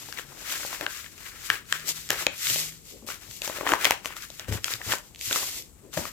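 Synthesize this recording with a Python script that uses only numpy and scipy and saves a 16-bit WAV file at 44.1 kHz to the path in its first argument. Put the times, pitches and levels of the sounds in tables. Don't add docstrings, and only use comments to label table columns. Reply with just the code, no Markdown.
import sys
import numpy as np
from scipy import signal
from scipy.fft import rfft, irfft
from scipy.io import wavfile
from scipy.ndimage import uniform_filter1d

SR = 44100
rng = np.random.default_rng(int(sys.argv[2]) if len(sys.argv) > 2 else 0)


def linear_from_db(decibels):
    return 10 ** (np.asarray(decibels, float) / 20)


def to_wav(s):
    ch = np.atleast_2d(s).T
    pcm = np.round(np.clip(ch, -1, 1) * 32767)
    wavfile.write(sys.argv[1], SR, pcm.astype(np.int16))


N = 269876
TIME = np.arange(N) / SR
COARSE_TIME = TIME[::32]
RIGHT_LAG_S = 0.0001
LEFT_DB = 6.5


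def on_log(hz, table):
    f, value = np.transpose(table)
    return np.interp(np.log(hz + 1), np.log(f), value)


def unit(x):
    return x / np.sqrt(np.mean(x ** 2))


def walk(rate):
    hold = int(SR / rate)
    levels = np.repeat(rng.standard_normal(N // hold + 1), hold)
    return unit(uniform_filter1d(levels, hold)[:N])


def sides(db):
    left = 2 / (1 + linear_from_db(-np.asarray(db)))
    return np.array([left, 2 - left])


# (time [s], left minus right [dB])
HAND_PLACES = [(0.0, 5), (0.12, 9), (0.54, 5), (1.02, 7.5), (2.69, 3.5), (3.26, 8), (3.99, 3.5),
               (4.04, 6.5), (5.61, 2.5), (5.86, 8), (6.09, 4.5), (6.12, 6.5)]


def hands(s):
    return sides(np.interp(s, *np.transpose(HAND_PLACES)))


def swell(peak_s, rise_s, fall_s):
    drop_db = 26
    rise_bend, fall_bend = 1.47, 1.39
    late = COARSE_TIME - np.asarray(peak_s)[:, None]
    before = -late / np.maximum(rise_s, 0.01)[:, None]
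    after = late / np.maximum(fall_s, 0.01)[:, None]
    away = np.where(late < 0, before, after)
    return linear_from_db(-drop_db * np.minimum(away, 4) ** np.where(late < 0, rise_bend, fall_bend))


def every_sample(gain):
    return np.interp(TIME, COARSE_TIME, gain)


# (frequency [Hz], likeness [0-1])
SIDE_LIKENESS = [(60, 0.54), (300, 0.6), (1000, 0.48), (2500, .6), (4500, 0.18), (16000, 0.1)]


def grain(colour, rate, scatter_db, smooth):
    slips = (rng.random(N) < rate / SR) * linear_from_db(scatter_db * rng.exponential(size=N))
    gate = smooth + unit(signal.lfilter([1], [1, -0.96], slips))
    hz = np.fft.rfftfreq(N, 1 / SR)
    like = np.clip(on_log(hz, SIDE_LIKENESS), 0, 1)
    mid, side = rfft(gate * rng.standard_normal((2, N))) * linear_from_db(on_log(hz, colour))
    mid = irfft(mid * np.sqrt(1 + like), N)
    side = irfft(side * np.sqrt(1 - like), N)
    right = np.roll(mid - side, int(RIGHT_LAG_S * SR))
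    return np.array([mid + side, right]) / np.sqrt(np.mean(mid ** 2))


def ring(t, hz, modes, decay_s, rise_s, chance):
    multiple, db = np.transpose(modes)[:, :, None]
    f = hz[:, None, None] * multiple * np.exp(0.04 * chance[:, :, None])
    fading = linear_from_db(db) * np.exp(-t * multiple / decay_s)
    wave = (fading * np.sin(2 * np.pi * f * t)).sum(axis=1)
    wave = wave * (1 - np.exp(-t / rise_s))
    return wave / np.abs(wave).max(axis=1, keepdims=True)


def place(times, waves):
    length = waves.shape[2]
    out = np.zeros((2, N + length))
    for s, wave in zip(times, waves):
        start = int(s * SR)
        out[:, start:start + length] += wave
    return out[:, :N]


# (time of peak [s], rise [s], fall [s], pitch [Hz], level [dB])
HUM_SWELLS = [(.086, .15, 0.17, 135.5, -55), (.284, 0.094, .2, 138, -54), (1.83, 0.25, 0.48, 157, -55),
              (2.26, 0.33, 0.2, 161, -57.5), (2.58, 0.17, 0.35, 159, -48.5)]


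def hum():
    s, rise, fall, hz, db = np.transpose(HUM_SWELLS)
    gain = every_sample(linear_from_db(db) @ swell(s, rise, fall))
    pitch = np.interp(TIME, s, hz) * (1 + 0.013 * walk(8))
    phase = 2 * np.pi * np.cumsum(pitch) / SR
    return np.sqrt(2) * gain * np.sin(phase)


# (frequency [Hz], relative noise level [dB])
ROOM_COLOUR = [(21, -27.5), (35, 3.5), (322, -10), (484, -13.5), (536, -20), (1270, -25.5), (1920, -32),
               (3500, -30.5), (5050, -33), (7790, -18.5), (9310, -28), (14400, -28.5), (15500, -37)]


def background():
    room_db = -55
    air = linear_from_db(room_db + 0.43 * walk(5.7)) * grain(ROOM_COLOUR, 100, 0.86, 4.7)
    return (air + hum()) * sides(LEFT_DB)[:, None]


def walls(x):
    t60_s, echo_db, gap_s, top_hz = 0.26, -14, 0.008, 7000
    t = np.arange(int(0.45 * SR)) / SR
    fading = np.exp(-np.log(1000) * t / t60_s)
    opening = np.clip(t / gap_s - 0.5, 0, 1)
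    tail = rng.standard_normal((2, len(t))) * fading * opening
    tail = signal.lfilter(*signal.butter(3, top_hz, fs=SR), tail)
    tail = unit(tail) / np.sqrt(len(t))
    echo = signal.fftconvolve(x.mean(axis=0, keepdims=True), tail, axes=1)[:, :N]
    return linear_from_db(echo_db) * echo * sides(LEFT_DB)[:, None]


# (time of peak [s], rise [s], fall [s], level [dB])
CLOTH_BRUSHES = [(1.85, .03, .06, -54), (2.51, 0.037, 0.074, -50), (2.94, 0.039, 0.088, -49),
                 (3.035, 0.018, 0.052, -51.5), (5.59, .04, .1, -57), (5.845, .03, 0.12, -51.5),
                 (5.9, 0.028, .06, -65)]
# (frequency [Hz], relative noise level [dB])
CLOTH_COLOUR = [(150, -30), (260, -3.5), (420, 0.5), (600, -5), (750, -23), (1100, -43)]


def brushes():
    s, rise, fall, db = np.transpose(CLOTH_BRUSHES)
    gain = every_sample(linear_from_db(db) @ swell(s, rise, fall))
    return gain * grain(CLOTH_COLOUR, 91, 1.5, 2.6) * hands(TIME)


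# (time [s], peak level [dB], ring pitch [Hz])
TABLE_THUDS = [(0.806, -45, 157), (1.498, -44, 114), (2.103, -40, 117), (2.468, -40, 140),
               (2.504, -36.5, 124), (3.024, -42, 217), (3.286, -42.5, 117), (3.727, -42, 220),
               (3.903, -50, 258), (4.487, -24, 99), (4.515, -22, 85.3), (4.545, -24, 98.4),
               (4.736, -39, 105.5), (4.868, -31, 92), (4.896, -37, 105), (5.273, -39.5, 101),
               (5.308, -46, 243), (5.97, -25, 165), (5.985, -33.5, 84), (6.01, -35.5, 230)]
# (multiple of ring pitch [-], relative level [dB])
TABLE_MODES = [(1, -1), (1.7, -5), (2.6, -2), (3.6, -2), (4.999, 1)]


def thuds():
    s, peak_db, hz = np.transpose(TABLE_THUDS)
    t = np.arange(4096) / SR
    chance = rng.standard_normal((len(s), len(TABLE_MODES)))
    note = ring(t, hz, TABLE_MODES, 0.013, 0.0099, chance) * linear_from_db(peak_db)[:, None]
    return place(s - 0.003, note[:, None] * sides(LEFT_DB)[:, None])


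# (time of peak [s], rise [s], fall [s], skin hiss level [dB], sheet rasp level [dB], flutter level [dB])
HAND_STROKES = [(.06, 0.36, 0.24, -45, -52.5, -58.5), (.19, 0.058, 0.073, -44, -42, -50.5),
                (.34, 0.39, 0.34, -51.5, -54, -58.5), (.43, 0.13, 0.07, -45, -48, -56),
                (.5, 0.083, .25, -36, -35.5, -53.5), (.65, 0.33, 0.19, -38.5, -45.5, -51.5),
                (.75, 0.19, .14, -39.5, -42, -57), (.82, 0.028, 0.11, -48, -43, -41.5),
                (.9, .05, 0.16, -42, -49, -63), (.99, 0.15, 0.2, -43.5, -44, -65),
                (1.13, 0.083, .1, -56, -65, -67), (1.271, 0.17, 0.12, -44.5, -45.5, -61),
                (1.40, 0.21, 0.27, -50, -52, -64), (1.47, 0.088, 0.052, -39, -47, -65.5),
                (1.515, 0.047, 0.13, -40.5, -34, -49), (1.71, 0.071, 0.048, -45, -48.5, -66.5),
                (1.739, 0.057, 0.22, -42.5, -40, -58.5), (1.902, 0.069, 0.047, -30.5, -46.5, -53),
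                (1.96, 0.088, 0.27, -40, -48, -59.5), (2.114, 0.029, 0.094, -36, -33, -39.5),
                (2.22, 0.13, 0.077, -35.5, -37, -46.5), (2.35, 0.21, 0.12, -58, -48, -69),
                (2.48, 0.15, 0.28, -27, -38, -58), (2.581, 0.19, 0.17, -30.5, -54, -50.5),
                (2.90, .09, 0.1, -45, -64, -63), (2.99, .1, 0.15, -56.5, -67, -67),
                (3.079, 0.016, .05, -38, -54.5, -45.5), (3.109, 0.044, 0.11, -40, -41, -48.5),
                (3.23, 0.064, 0.1, -47.5, -52.5, -60), (3.315, 0.11, 0.33, -45.5, -64.5, -63),
                (3.45, 0.049, 0.16, -35, -39.5, -46.5), (3.60, 0.17, 0.064, -41, -38.5, -40),
                (3.70, 0.086, 0.13, -35, -32.5, -31), (3.86, 0.18, 0.15, -37, -31, -40.5),
                (4.061, 0.041, 0.053, -40, -50, -54), (4.12, 0.11, 0.05, -52, -43.5, -60),
                (4.175, 0.037, 0.041, -42.5, -43, -57), (4.233, 0.073, 0.089, -43.5, -43.5, -65.5),
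                (4.37, 0.23, .09, -49, -55.5, -74), (4.405, .02, .1, -53, -43, -54.5),
                (4.49, 0.022, 0.043, -41.5, -43.5, -41.5), (4.533, 0.032, 0.082, -35.5, -37.5, -42.5),
                (4.66, .035, .08, -38, -52.5, -57), (4.72, 0.12, 0.079, -35, -39, -50.5),
                (4.926, .16, 0.092, -31, -36, -39.5), (5.05, 0.14, 0.25, -55.5, -69, -66),
                (5.219, 0.036, 0.126, -40, -63, -62), (5.29, 0.11, 0.14, -32, -49.5, -62),
                (5.36, 0.091, 0.21, -28, -39.5, -42.5), (5.469, 0.074, 0.21, -34.5, -50.5, -56.5),
                (5.579, .15, 0.096, -39, -66.5, -62), (5.8, 0.16, 0.32, -66.5, -69, -71),
                (5.941, 0.028, 0.11, -39.5, -46.5, -55), (5.978, .02, 0.088, -34.5, -46, -36),
                (6.06, 0.13, 0.11, -41, -44.5, -53.5)]


def effort():
    s, rise, fall, *levels_db = np.transpose(HAND_STROKES)
    power = swell(s, rise, fall) ** 2
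    return [every_sample(np.sqrt(linear_from_db(db) ** 2 @ power)) for db in levels_db]


# (frequency [Hz], relative noise level [dB])
SKIN_COLOUR = [(1180, -47), (2000, -3), (2250, -3.5), (2650, -1.5), (7610, 2), (9190, -7), (12000, -2.5),
               (14600, -2), (15500, -21)]
# (frequency [Hz], relative noise level [dB])
RASP_COLOUR = [(700, -37), (1050, -6.5), (1350, 0.5), (1800, 0.5), (2400, -1), (3200, -5.5), (6000, -17)]
# (frequency [Hz], relative noise level [dB])
FLUTTER_COLOUR = [(150, -72.5), (280, 0), (400, 0.5), (600, -1.5), (950, -1), (1300, -7), (2400, -30)]


def rubbing(skin, rasp, flutter):
    grip = walk(60)
    skin = skin * linear_from_db(0.8 * grip + 0.97 * walk(45)) * grain(SKIN_COLOUR, 300, 3.9, 5.2)
    rasp = rasp * linear_from_db(1.77 * grip + 1.4 * walk(77)) * grain(RASP_COLOUR, 450, 5.2, 4.2)
    flutter = flutter * linear_from_db(2.8 * grip + 1.9 * walk(51)) * grain(FLUTTER_COLOUR, 150, 1.0, 1.46)
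    return (skin + rasp + flutter) * hands(TIME)


def crackles(rasp):
    count, over_rasp_db, scatter_db = 160, 2, 2.5
    low_hz, high_hz = 905, 3480
    body_db, tick_db = -14.5, 6.5
    when, pitch, size = rng.random((count, 3)).T
    s = 0.01 + when * (TIME[-1] - 0.01)
    rasp_db = 20 * np.log10(rasp[(s * SR).astype(int)])
    db = rasp_db + over_rasp_db - scatter_db * np.log(1 - size)
    hz = low_hz * (high_hz / low_hz) ** pitch
    return np.transpose([s, db, hz, np.full(count, body_db), np.full(count, tick_db)])


# (time [s], ring peak level [dB], ring pitch [Hz],
# body level over ring [dB], tick level over ring [dB])
SHEET_SNAPS = [(.088, -32.5, 870, -26, -5), (.126, -28.5, 1620, -24, 4), (.1743, -25, 2260, -33, -3),
               (.1873, -22, 1900, -32, -19), (.1953, -24, 1670, -18, -8), (.6327, -25.5, 1470, -10, -17),
               (.6502, -25.5, 814, -5, -7), (.7299, -23.5, 1030, -36, -8), (.747, -24.5, 1890, -31, -15),
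               (.8106, -17.5, 1770, -7, -6), (.8651, -12.5, 1580, -46, -9), (1.0438, -32, 2070, -13, -1),
               (1.0622, -32, 1800, -30, -15), (1.18, -37.5, 2460, -16, 3.5), (1.5019, -5, 1710, -33, -5),
               (1.7258, -9, 1766, -25.5, 0), (2.0906, -38, 3200, -20, 19), (2.1047, -12, 1680, -8, 7),
               (2.1423, -29, 1380, -20, -5), (2.2672, -8, 2420, -9, 4), (2.2709, -19, 734, -20, -8),
               (2.47, -17, 2270, -33, 1), (2.5, -13.5, 3060, -23, -6), (2.56, -19, 2460, -6, -2.5),
               (3.0735, -42, 830, -1, 5), (3.0882, -23.5, 1310, -8, -16), (3.103, -26.5, 1480, -16, -15),
               (3.116, -30, 1290, -14, -22), (3.1443, -41, 1650, -23, 13), (3.312, -40.5, 3200, -24, 17),
               (3.4192, -20, 2660, -11, 3), (3.4776, -24.5, 950, -2, 9), (3.4987, -24.5, 1000, 2, -7),
               (3.5862, -28, 1400, 1, -5), (3.6109, -19, 1070, -3, -20), (3.6672, -10.5, 1110, -25, -14),
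               (3.674, -13.5, 1820, -23, -31), (3.6919, -12.5, 1270, -32, -5), (3.72, -8, 1660, -11, -8),
               (3.7369, -4, 960, -41, -9), (3.846, -10, 3330, -28, 1), (3.8533, -4, 2050, -15.5, 2),
               (3.909, -7, 890, -17, 4.5), (4.048, -28.5, 1110, -27, 5), (4.0583, -22, 1140, -7, 6.5),
               (4.1064, -28, 1040, -14, -8), (4.1672, -28, 1350, -24, 5), (4.303, -28.5, 4200, -9.5, -1),
               (4.396, -22.5, 3350, -16.5, 1), (4.4835, -38, 830, -8, 5), (4.5249, -27.5, 840, -5, 8),
               (4.6438, -11, 3220, -33, 0.5), (4.6818, -22.5, 1420, -30, 0), (4.7379, -16, 3620, -37, 3.5),
               (4.8162, -24, 1620, -21, -12), (4.9217, -12.5, 1800, -14, -18),
               (4.9266, -14.5, 1490, -21, -3), (4.9366, -14, 994, -11, -6), (5.1482, -43.5, 3400, -12, 13),
               (5.16, -48, 3440, -8, 18), (5.1926, -45.5, 3500, -11, 16.5),
               (5.2122, -35.5, 3300, -22, 17.5), (5.3055, -32, 3530, -19.5, 9),
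               (5.311, -17, 1490, -9.5, -3), (5.3282, -13, 3500, -21, 3), (5.3605, -14, 1280, -13.5, -1),
               (5.4312, -23.5, 1100, -10.5, -3), (5.9318, -35, 1490, -24, -1),
               (5.9739, -18.5, 1800, 2, -2.5), (5.9774, -20.5, 826, -9, -4), (6.054, -22, 1330, -12, -16)]
# (multiple of ring pitch [-], relative level [dB])
FACET_MODES = [(1, 2.5), (.8, -13.5), (1.3, 0), (1.75, 4), (2.3, -11.5)]
# (multiple of body pitch [-], relative level [dB])
BODY_MODES = [(0.602, -2), (1, 16), (1.401, 6.5)]
# (frequency [Hz], relative noise level [dB])
TICK_COLOUR = [(800, -19.5), (1800, 4.5), (3000, 7), (4500, 6), (7500, 2.5), (9500, -10), (12500, -2.5),
               (16000, -19.5)]


def snaps(rows):
    s, peak_db, hz, body_db, tick_db = np.transpose(rows)
    body_hz = np.full(len(s), 604)
    t = np.arange(768) / SR
    facet_chance = rng.standard_normal((len(s), len(FACET_MODES)))
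    body_chance = rng.standard_normal((len(s), len(BODY_MODES)))
    facet = ring(t, hz, FACET_MODES, 0.00099, 0.0014, facet_chance)
    body = ring(t, body_hz, BODY_MODES, 0.0033, 0.00019, body_chance)
    note = facet + body * linear_from_db(body_db)[:, None]
    note = np.stack([note, np.roll(note, int(RIGHT_LAG_S * SR), axis=1)], axis=1)

    shared, left, right = rng.standard_normal((3, len(s), len(t)))
    crack = np.stack([shared + 0.21 * left, shared + 0.78 * right], axis=1)
    crack = crack * t * np.exp(-t / 0.00029)
    tick = irfft(rfft(crack) * linear_from_db(on_log(np.fft.rfftfreq(len(t), 1 / SR), TICK_COLOUR)))
    tick = tick / np.abs(tick.mean(axis=1)).max(axis=1)[:, None, None]

    waves = note + tick * linear_from_db(tick_db)[:, None, None]
    gains = (linear_from_db(peak_db) * hands(s)).T[:, :, None]
    return place(s - 0.0005, waves * gains)


def scene():
    skin, rasp, flutter = effort()
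    hits = snaps(SHEET_SNAPS) + snaps(crackles(rasp)) + thuds()
    return hits + walls(hits) + rubbing(skin, rasp, flutter) + background() + brushes()


def low_pass(x):
    return signal.sosfilt(signal.butter(12, 16430, fs=SR, output="sos"), x)


def record(dry):
    low_cut = signal.butter(3, 40, "high", fs=SR, output="sos")
    high_cut = signal.ellip(8, 0.2, 60, 16300, fs=SR, output="sos")
    heard = signal.sosfilt(np.vstack([low_cut, high_cut]), dry)
    return low_pass(np.clip(heard, -1, 1))


dry = scene()
out = record(dry)
to_wav(out)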